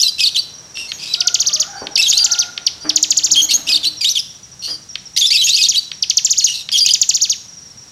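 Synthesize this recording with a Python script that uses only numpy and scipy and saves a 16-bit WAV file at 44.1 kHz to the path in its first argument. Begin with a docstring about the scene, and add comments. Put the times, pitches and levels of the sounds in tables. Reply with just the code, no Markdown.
"""Warbled notes of a small caged songbird, close by in a walled yard, over a thin far trill and a faint rumble.
The songbird is a gliding harmonic voice: whistled slurs and arches, clear notes, chirrups, rasps and ticks.
A distant rooster crows once between a far hoot and the end of another; both are harmonic, heard as echoes.
Something hollow nearby is knocked and dragged: noise bursts excite decaying sines.
The rumble and a low rush are shaped noise."""
import sys
import numpy as np
from scipy import signal
from scipy.fft import rfft, irfft
from scipy.io import wavfile
from scipy.ndimage import uniform_filter1d

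SR = 44100
rng = np.random.default_rng(int(sys.argv[2]) if len(sys.argv) > 2 else 0)


def pcm_store(signal):
    """Save signal as 16-bit PCM."""
    levels = np.round(np.clip(np.atleast_2d(signal), -1, 1) * 32767)
    wavfile.write(sys.argv[1], SR, levels.astype(np.int16).T)


N = 348831
TIME = np.arange(N) / SR


def undb(db):
    """Decibels to gain."""
    return 10 ** (np.asarray(db) / 20)


def unit(x):
    """Scale to rms 1."""
    return x / np.sqrt(np.mean(x ** 2))


def colour(hz, points):
    """Gain at hz of a (freq_hz, gain_db) spectrum, interpolated over log frequency."""
    freq_hz, gain_db = np.transpose(points)
    return undb(np.interp(np.log(hz + 1), np.log(freq_hz), gain_db))


def noise(points):
    """Gaussian noise with a (freq_hz, gain_db) spectrum, rms 1."""
    spectrum = rfft(rng.standard_normal(N))
    return unit(irfft(spectrum * colour(np.fft.rfftfreq(N, 1 / SR), points), N))


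def wander(count, hz):
    """Random motion: noise low-passed at hz, rms 1."""
    lowpass = signal.butter(2, hz, fs=SR, output="sos")
    white = rng.standard_normal(max(count, SR // 2) + SR // 10)
    return unit(signal.sosfilt(lowpass, white[-count:]))


def fade(t, t60_s):
    """Exponential decay, 60 dB in t60_s."""
    return np.exp(-np.log(1000) * t / t60_s)


def add(out, start_s, x):
    """Mix x into out at start_s."""
    i = max(int(start_s * SR), 0)
    out[i:i + len(x)] += x[:max(N - i, 0)]


def edges(t, ramp_s):
    """Sine-squared start and stop of a note."""
    from_edge_s = np.minimum(t - t[0], t[-1] - t)
    return np.sin(np.pi / 2 * np.clip(from_edge_s / ramp_s, 0, 1)) ** 2


def voice(hz, tract, octave_db, count=6):
    """Harmonics of a vibrating membrane, weighted by the tract as they glide through it; constant power."""
    k = np.arange(1, count + 1)[:, None]
    weight = undb(octave_db * np.log2(k)) * colour(k * hz, tract) * (k * hz < SR / 2)
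    phase = 2 * np.pi * k * np.cumsum(hz) / SR
    return np.sum(weight * np.sin(phase), 0) / np.sqrt(np.sum(weight ** 2, 0))


def echoes(x, t60_s, early_t60_s=0.31, early_db=4):
    """Convolve with decaying noise: scatter from bars and leaves, then yard walls; unit-energy response."""
    t = TIME[:SR]
    tail = noise([(200, 9.0), (6500, -1.0), (9000, 0.5), (16000, 2.5)])[:SR]
    decay = fade(t, t60_s) + undb(early_db) * fade(t, early_t60_s)
    tail *= decay * np.clip(t / 0.00078, 0, 1)
    return signal.fftconvolve(x, tail / np.linalg.norm(tail))[:N]


RUMBLE_DB = -45.5
# outdoor rumble spectrum: freq_hz, density_db_per_hz
RUMBLE_SPECTRUM = [(25, -26), (70, 1.5), (160, 3), (400, -15.5), (2500, -15.5), (6000, -7.5),
                   (16000, -37.5)]
# low rush from further off, level course: time_s, level_db
RUSH_LEVEL = [(0, -53), (1.2, -46.5), (3.8, -50), (4.3, -55)]
# rush spectrum: freq_hz, density_db_per_hz
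RUSH_SPECTRUM = [(100, -13), (300, -1), (1600, -6.5), (16000, -38)]


def outdoors():
    """Shaped noise: a steady rumble, and a rush that unevenly swells and sinks."""
    rush_db = np.interp(TIME, *np.transpose(RUSH_LEVEL)) + 0.61 * wander(N, 12)
    return undb(RUMBLE_DB) * noise(RUMBLE_SPECTRUM) + undb(rush_db) * noise(RUSH_SPECTRUM)


def far_bird(period_s=0.048, length_s=0.0227, count=220):
    """A continuous thin trill of short drooping sines, some followed by a longer gap."""
    out, t = np.zeros(N), np.arange(0, length_s, 1 / SR)
    chance = rng.standard_normal((count, 4))
    gap = 0.6 * (chance[:, 1] > 0.6)
    starts_s = np.cumsum(period_s * (1 + 0.12 * chance[:, 0] + gap)) - period_s
    for start_s, (loud, sharp) in zip(starts_s, chance[:, 2:]):
        hz = (5830 - 520 * (t / length_s) ** 2) * (1 + 0.01 * sharp)
        tone = np.sin(2 * np.pi * np.cumsum(hz) / SR)
        add(out, start_s, undb(2.4 * loud) * tone * edges(t, 0.0034))
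    return out


HOOT_HZ = 709
# colour of the far calls: freq_hz, gain_db
FAR_CALL = [(700, -5.5), (1450, 3.5), (2800, -20)]
# hoots: start_s, length_s, relative_level_db
HOOTS = [(1.135, 0.23, -40.5), (2.125, 0.42, -41.5)]


def hoots():
    """Two calls level in pitch, their second harmonic strongest."""
    swell = sum(undb(db) * np.sin(np.pi * np.clip((TIME - start_s) / length_s, 0, 1))
                for start_s, length_s, db in HOOTS)
    hz = HOOT_HZ * (1 + 0.0223 * wander(N, 62.4))
    return swell * voice(hz, FAR_CALL, octave_db=0)


# crow: time_s, pitch_hz, relative_level_db
CROW = [(1.361, 522, -62), (1.599, 638, -46), (1.68, 793.4, -45), (2.05, 814, -60), (2.3, 845, -44),
        (2.45, 827, -82)]


def rooster():
    """One crow that climbs to a held note, hoarse from random pitch and level."""
    time_s, pitch_hz, level_db = np.transpose(CROW)
    hz = np.interp(TIME, time_s, pitch_hz) * (1 + 0.055 * wander(N, 200))
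    course_db = np.interp(TIME, time_s, level_db, left=-np.inf, right=-np.inf)
    return voice(hz, FAR_CALL, octave_db=-2) * undb(course_db + 4.0 * wander(N, 21))


# modes of the hollow object: freq_hz, gain_db, t60_s
HOLLOW = [(308.4, 8, 0.33), (678, 0, 0.28), (910, -1, 0.16)]


def hollow(x):
    """Ring of the hollow object: decaying sine modes, unit-energy response."""
    t = TIME[:SR]
    ring = sum(undb(db) * np.sin(2 * np.pi * hz * t) * fade(t, t60_s) for hz, db, t60_s in HOLLOW)
    return signal.fftconvolve(x, ring / np.linalg.norm(ring))[:N]


# dull bumps: start_s, level_db, relative_ring_db, lowpass_hz
BUMPS = [(1.814, -22, -28, 760), (2.843, -26.5, -4, 2220), (4.678, -35.5, -13, 2500)]


def bumps():
    """Low-passed noise blows that set the hollow object ringing."""
    out = np.zeros(N)
    thud = noise([(70, -20), (330, -5.5), (1800, -7.5), (12000, -34)])
    for start_s, db, ring_db, lowpass_hz in BUMPS:
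        since_s = TIME - start_s
        dull = signal.sosfilt(signal.butter(2, lowpass_hz, fs=SR, output="sos"), thud)
        blow = undb(db) * dull * fade(np.maximum(since_s, 0), 0.37) * np.clip(since_s / 0.0044, 0, 1)
        out += blow + undb(ring_db - 6.5) * hollow(blow)
    return out


# dragging: time_s, relative_level_db
DRAG = [(2.95, -60.5), (3.75, -47.5), (4.05, -67)]


def drag():
    """Jerky scrape noise, heard directly and through the hollow object."""
    course_db = np.interp(TIME, *np.transpose(DRAG), left=-np.inf, right=-np.inf)
    grip = undb(course_db + 3 * wander(N, 14))
    scrape = grip * noise([(60, -4), (250, 0.0), (1500, -2), (16000, -35)])
    return undb(5.0) * scrape + undb(-5.5) * hollow(scrape)


FOOT_HZ = 1962  # whistle pitch at the foot of its fall
WHISTLE_END = 1.167  # a whistle trails on to this multiple of its fall
RISE_BEND, ARCH_BEND = 0.75, 1.3  # above 1, the pitch lingers at the top
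STRAIGHT_FALL_S = 0.024  # a slur this quick falls evenly; a longer one lingers at the top
# throat and open beak: freq_hz, gain_db
THROAT = [(2000, -12), (2450, -8.5), (3300, 5), (4000, 7.5), (5200, 6), (6700, -2), (7900, -7.5),
          (13000, -14), (16000, -35)]
# air pressure along a whistle: place (-1 start of rise, 0 top, 1 foot of fall), relative_db
PUSH = [(-0.87, -39.5), (-0.051, -4.5), (-0.15, -3.5), (0.19, -4), (0.58, -14), (1.084, -33.5)]


def whistle(top_hz, rise_s, fall_s, bend, attack_s):
    """A nearly pure note: pitch and pressure climb to the top and sink again, a little unevenly."""
    t = np.arange(-int(rise_s * SR), int(WHISTLE_END * fall_s * SR)) / SR
    place = t / np.where(t < 0, rise_s, fall_s)
    depth = np.abs(place) ** np.where(t < 0, RISE_BEND, bend)
    hz = top_hz * (FOOT_HZ / top_hz) ** depth * (1 + 0.0092 * wander(len(t), 213))
    push_db = np.interp(place, *np.transpose(PUSH)) + 1.4 * wander(len(t), 125)
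    return voice(hz, THROAT, octave_db=-12.5) * undb(push_db + 1) * edges(t, attack_s)


# falling whistles: start_s, top_hz, fall_s, relative_level_db
SLURS = [(1.136, 6620, 0.021, -4), (1.204, 6760, 0.022, -0.5), (1.2708, 7700, 0.023, -0.5),
         (1.342, 7860, 0.024, 1), (1.9543, 6600, 0.023, -1.5), (2.0236, 7200, 0.026, -6),
         (2.176, 7230, 0.026, -1.5), (2.664, 6940, 0.022, 0), (2.8916, 6750, 0.023, -0.5),
         (2.958, 7630, 0.027, 1), (3.026, 7700, 0.027, 1.5), (3.104, 7700, 0.029, 0.5),
         (6.0229, 6730, 0.024, -1.5), (6.097, 7790, 0.022, 0), (6.169, 7300, 0.028, 1),
         (6.246, 7710, 0.034, -0.5), (6.86, 7460, 0.028, 0), (6.9346, 7600, 0.028, 2),
         (7.013, 7600, 0.029, 0), (7.0895, 7540, 0.031, 0)]
# rising then falling whistles: top_s, top_hz, rise_s, fall_s, relative_level_db
ARCHES = [(1.405, 6850, 0.027, 0.033, -4), (1.472, 6650, 0.034, 0.037, -4), (1.54, 6690, 0.04, 0.04, -5),
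          (1.6025, 6930, 0.017, 0.038, -4), (2.101, 6985, 0.007, 0.03, -1.5),
          (2.2455, 7390, 0.016, 0.029, -1.5), (2.32, 6470, 0.037, 0.044, -4.5),
          (2.3925, 6430, 0.022, 0.051, -3), (3.173, 7420, 0.012, 0.032, -2.5),
          (3.247, 7250, 0.041, 0.034, -4), (3.318, 7090, 0.025, 0.048, -2.5),
          (5.494, 7150, 0.012, 0.031, -8), (5.565, 7060, 0.02, 0.036, -11), (5.629, 6930, 0.019, 0.048, -9),
          (5.689, 7070, 0.014, 0.047, -4), (6.31, 7250, 0.035, 0.036, -4),
          (6.384, 7060, 0.035, 0.036, -3.5), (6.444, 6800, 0.013, 0.048, -3),
          (6.7901, 5890, 0.0065, 0.021, -5), (7.151, 7110, 0.038, 0.033, -4),
          (7.2216, 6900, 0.035, 0.048, -4), (7.2998, 6850, 0.014, 0.044, -4)]


def whistles():
    """Slurs start at their top pitch; arches rise to it first."""
    out = np.zeros(N)
    for start_s, hz, fall_s, db in SLURS:
        add(out, start_s, undb(db) * whistle(hz, 0, fall_s, fall_s / STRAIGHT_FALL_S, attack_s=0.0035))
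    for top_s, hz, rise_s, fall_s, db in ARCHES:
        add(out, top_s - rise_s, undb(db) * whistle(hz, rise_s, fall_s, ARCH_BEND, attack_s=0.0033))
    return out


WOBBLE, RASP_WOBBLE, WOBBLE_HZ = 0.01, 0.03, 90.5  # pitch share, share added at roughness 1, speed
NOTE_RAMP_S = 0.001  # edge ramp at FULL_EFFORT_DB
FULL_EFFORT_DB, RAMP_DOUBLES_DB = -6, 5.5  # ramp doubles for each such drop in level


def warble(rows, rough, leap_rough=0.0048, jitter=0.0795, shimmer=0.37, onset_rough=0.43, settle_s=0.008):
    """Reedy note; the syrinx is chaotic at onset and pitch leaps, its second side joins out of tune."""
    time_s, pitch_hz, level_db = np.transpose(rows)
    t = np.arange(time_s[0], time_s[-1], 1 / SR)
    octave = uniform_filter1d(np.interp(t, time_s, np.log2(pitch_hz)), size=120)
    leap = uniform_filter1d(np.abs(np.gradient(octave)) * SR, size=350)  # octaves a second
    onset = np.exp((t[0] - t) / settle_s)
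    chaos = np.clip(rough + leap_rough * leap + onset_rough * onset, 0, 1)
    hz = 2 ** octave * (1 + (WOBBLE + RASP_WOBBLE * rough) * wander(len(t), WOBBLE_HZ))
    # the note, second side, undertone: pitch_ratio, strength, tilt_db_per_octave
    sides = [(0.99, 0.8, -5), (0.66, 0.5 * chaos, -1.5), (0.5, 0.31 * chaos, 3.5)]
    tone = 0
    for ratio, strength, tilt_db in sides:
        jittered_hz = ratio * hz * (1 + jitter * chaos * wander(len(t), 740))
        tone = tone + strength * voice(jittered_hz, THROAT, tilt_db)
    ramp_s = NOTE_RAMP_S * 2 ** ((FULL_EFFORT_DB - level_db.max()) / RAMP_DOUBLES_DB)
    ramp_s = min(ramp_s, (t[-1] - t[0]) / 3)
    flutter = 1 + shimmer * np.sqrt(chaos) * wander(len(t), 204)
    loudness = undb(np.interp(t, time_s, level_db)) * edges(t, ramp_s)
    sound = tone * flutter / np.sqrt(1 + chaos ** 2) * loudness
    # so small a beak radiates little below the foot pitch
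    beak = signal.butter(N=8, Wn=FOOT_HZ, btype="high", fs=SR, output="sos")
    return signal.sosfilt(beak, np.pad(sound, (0, SR // 100)))


GLIDE_S, NOTE_SWELL_DB = 0.0065, 1.5  # glide time constant; a note's ends are this much softer


def note(start_s, length_s, hz, start_octaves, end_octaves, db):
    """Course (time_s, pitch_hz, level_db): glides onto its pitch, swells and glides off."""
    t = np.arange(0, length_s, 1 / SR)
    octaves = start_octaves * np.exp(-t / GLIDE_S) + end_octaves * np.exp((t - length_s) / GLIDE_S)
    swell_db = db - NOTE_SWELL_DB * (2 * t / length_s - 1) ** 2
    return np.column_stack([start_s + t, hz * 2 ** octaves, swell_db])


NOTE_ROUGH = 0.15
# clear notes: start_s, length_s, pitch_hz, start_octaves, end_octaves, relative_level_db
NOTES = [(0, 0.025, 5400, -0.11, 0.47, -6.5), (.028, 0.05, 4043, 0.21, .05, -4.5),
         (.078, 0.021, 4685, 0.25, -0.058, -9), (1.975, 0.042, 2723, -0.42, -0.15, -6),
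         (2.018, 0.046, 3973, -0.097, -0.12, -8.5), (2.058, .024, 3140, 0.25, 0.12, -9.5),
         (2.079, 0.027, 6816, -0.21, 0.025, -9), (2.127, 0.053, 4026, -0.53, 0.22, -5.5),
         (2.183, 0.051, 4850, -.12, -0.14, -9.5), (3.358, 0.055, 3310, -0.17, -0.14, -6.5),
         (3.416, 0.04, 6540, -0.18, 0.11, -9), (3.487, 0.02, 2216, -0.059, 0.22, -12),
         (3.534, 0.033, 6610, -.1, 0.037, -6.5), (4.008, 0.037, 2404, .1, -0.31, -13),
         (4.044, 0.051, 3830, -0.56, 0.4, -7), (4.09, 0.035, 6360, -.45, -0.35, -9.5),
         (4.152, 0.033, 3478, 0.18, -0.43, -9.5), (4.186, 0.02, 5120, 0.31, -0.065, -10.5),
         (5.163, 0.014, 2080, -0.17, 0.24, -7), (5.18, 0.027, 6530, -0.45, -0.052, -9.5),
         (5.208, .058, 3420, 0.39, .35, -5.5), (5.265, 0.03, 5050, 0.35, 0.066, -9),
         (5.304, .035, 2290, -0.24, 0.79, -6.5), (5.339, 0.033, 4405, 0.71, 0.052, -10.5),
         (5.34, .029, 2673, 0.036, -0.23, -7.5), (5.369, 0.052, 4035, -0.31, -0.026, -7),
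         (5.412, 0.029, 3105, .2, 0.032, -8.5), (5.436, 0.034, 6780, -0.35, -0.013, -8.5),
         (5.487, 0.051, 3930, -0.4, 0.34, -7), (5.541, .024, 4590, -0.08, 0.38, -6),
         (6.733, 0.031, 3266, 0.16, 0.0041, -8), (6.76, 0.019, 2686, 0.066, 0.92, -9),
         (6.805, 0.039, 4880, -0.024, 0.012, -6), (6.848, .022, 2430, 0.044, .5, -12),
         (6.886, 0.017, 2685, 1, 0.14, -8.5), (6.905, 0.019, 4990, -0.054, -0.036, -6.5)]


def clear_notes():
    """Warbled notes, each gliding onto its pitch and flicking off it."""
    out = np.zeros(N)
    for start_s, *shape in NOTES:
        add(out, start_s, warble(note(start_s, *shape), NOTE_ROUGH))
    return out


RASP_PEAK = 0.352  # share of its length at which a rasp is loudest
RASP_FADE_DB, RASP_SAG = 9, 0.06  # its ends are softer, and flatter by this share


def rasp(start_s, length_s, hz, db):
    """Course (time_s, pitch_hz, level_db): pitch and level rise with the effort and sink with it."""
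    slack = hz * (1 - RASP_SAG), db - RASP_FADE_DB
    return [(start_s, *slack), (start_s + RASP_PEAK * length_s, hz, db), (start_s + length_s, *slack)]


# rasps: start_s, length_s, pitch_hz, relative_level_db, roughness_0_to_1
RASPS = [(0.748, 0.13, 2822, -20.5, 0.42), (.87, .07, 2196, -24.5, 0.3), (0.912, 0.088, 6660, -28, 0.2),
         (0.983, .19, 2600, -20, 0.84), (1.069, 0.14, 4070, -18.5, 0.07), (1.75, .1, 4800, -30.5, .2),
         (2.796, 0.11, 4840, -29.5, 0.13), (3.503, 0.035, 4390, -4, .8), (4.619, 0.09, 4500, -17, 0.67),
         (4.686, 0.078, 5000, -17.5, 0.23), (5.171, .014, 5000, -5, .9), (5.466, 0.031, 2798, -6, 0.64),
         (6.405, .05, 4420, -14.5, .2), (6.465, .07, 3023, -14, 0.46), (6.517, 0.11, 4100, -15, 0.64),
         (6.716, 0.028, 4950, -8, 0.47), (6.773, 0.023, 5740, -5, 0.5)]


def rasps():
    """Hoarse notes that swell and die away."""
    out = np.zeros(N)
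    for start_s, length_s, hz, db, rough in RASPS:
        add(out, start_s, warble(rasp(start_s, length_s, hz, db), rough))
    return out


# chirrup, a rise, a low buzz and then a dip: time_s, pitch_hz, relative_level_db
CHIRRUP = [(0, 2500, -20), (.012, 2850, -14), (.021, 4400, -9), (.025, 2600, -8), (.049, 2480, -11),
           (.055, 5000, -8), (.081, 3650, -6), (.094, 4800, -7), (.111, 3000, -16)]
# chirrup entries: start_s
CHIRRUP_AT = [.182, 3.668, 5.562]
# stepped "chuwee" that closes a phrase: time_s, pitch_hz, relative_level_db
CHUWEE = [(0, 3550, -19), (.012, 3480, -12), (.02, 2800, -11), (.023, 3930, -6), (.04, 4060, -5),
          (.044, 4570, -8), (.06, 4550, -15)]
# chuwee entries: start_s
CHUWEE_AT = [0.3465, 3.830, 5.737]


def set_figures():
    """Chirrup and chuwee, each sung afresh along its pitch course."""
    out = np.zeros(N)
    for figure, starts_s in (CHIRRUP, CHIRRUP_AT), (CHUWEE, CHUWEE_AT):
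        for start_s in starts_s:
            add(out, start_s, warble(figure, NOTE_ROUGH))
    return out


def tick(length_s=0.00373, start_hz=5400, end_hz=1200):
    """One flick: pitch drops about two octaves in a few milliseconds."""
    t = np.arange(0, length_s, 1 / SR)
    hz = start_hz * (end_hz / start_hz) ** (t / length_s)
    return voice(hz, THROAT, octave_db=-15) * fade(t, 0.014) * edges(t, 0.0008)


# ticks: start_s, relative_level_db
TICKS = [(.771, -12), (.918, -5), (1.869, -8), (2.577, -5), (4.955, -5.5), (5.916, -8), (6.689, -7)]


def ticks():
    """Very fast downward flicks."""
    out = np.zeros(N)
    for start_s, db in TICKS:
        add(out, start_s, undb(db) * tick())
    return out


def songbird():
    """The whole song, all shaped by the same throat and beak."""
    return whistles() + clear_notes() + rasps() + set_figures() + ticks()


CAGE_DB, YARD_WASH_DB, YARD_T60_S = -4, -9, 0.68  # the song's reflections
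TRILL_DB, TRILL_WASH_DB, FAR_CALLS_DB = -33, -33.5, 7


def scene():
    """Near bird mostly direct, with quick cage reflections; far calls only by way of the walls."""
    song, trill = songbird(), far_bird()
    cage = undb(CAGE_DB) * echoes(song, t60_s=0.025, early_t60_s=0.016)
    yard = undb(YARD_WASH_DB) * echoes(song, t60_s=YARD_T60_S)
    far_trill = undb(TRILL_DB) * trill + undb(TRILL_WASH_DB) * echoes(trill, t60_s=0.34)
    far_calls = undb(FAR_CALLS_DB) * echoes(rooster() + hoots(), t60_s=3.3, early_db=17.5)
    return (song + cage + yard + far_trill + far_calls + bumps() + drag() + outdoors())[None]


TOP_HZ = 16000


def record(dry):
    """Peaks are rounded off at full scale; the top is cut above TOP_HZ."""
    rounded = dry / (1 + np.abs(dry) ** 10) ** (1 / 10)
    return signal.sosfiltfilt(signal.ellip(8, 0.1, 60, TOP_HZ, fs=SR, output="sos"), rounded)


dry = scene()
out = record(dry)
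pcm_store(out)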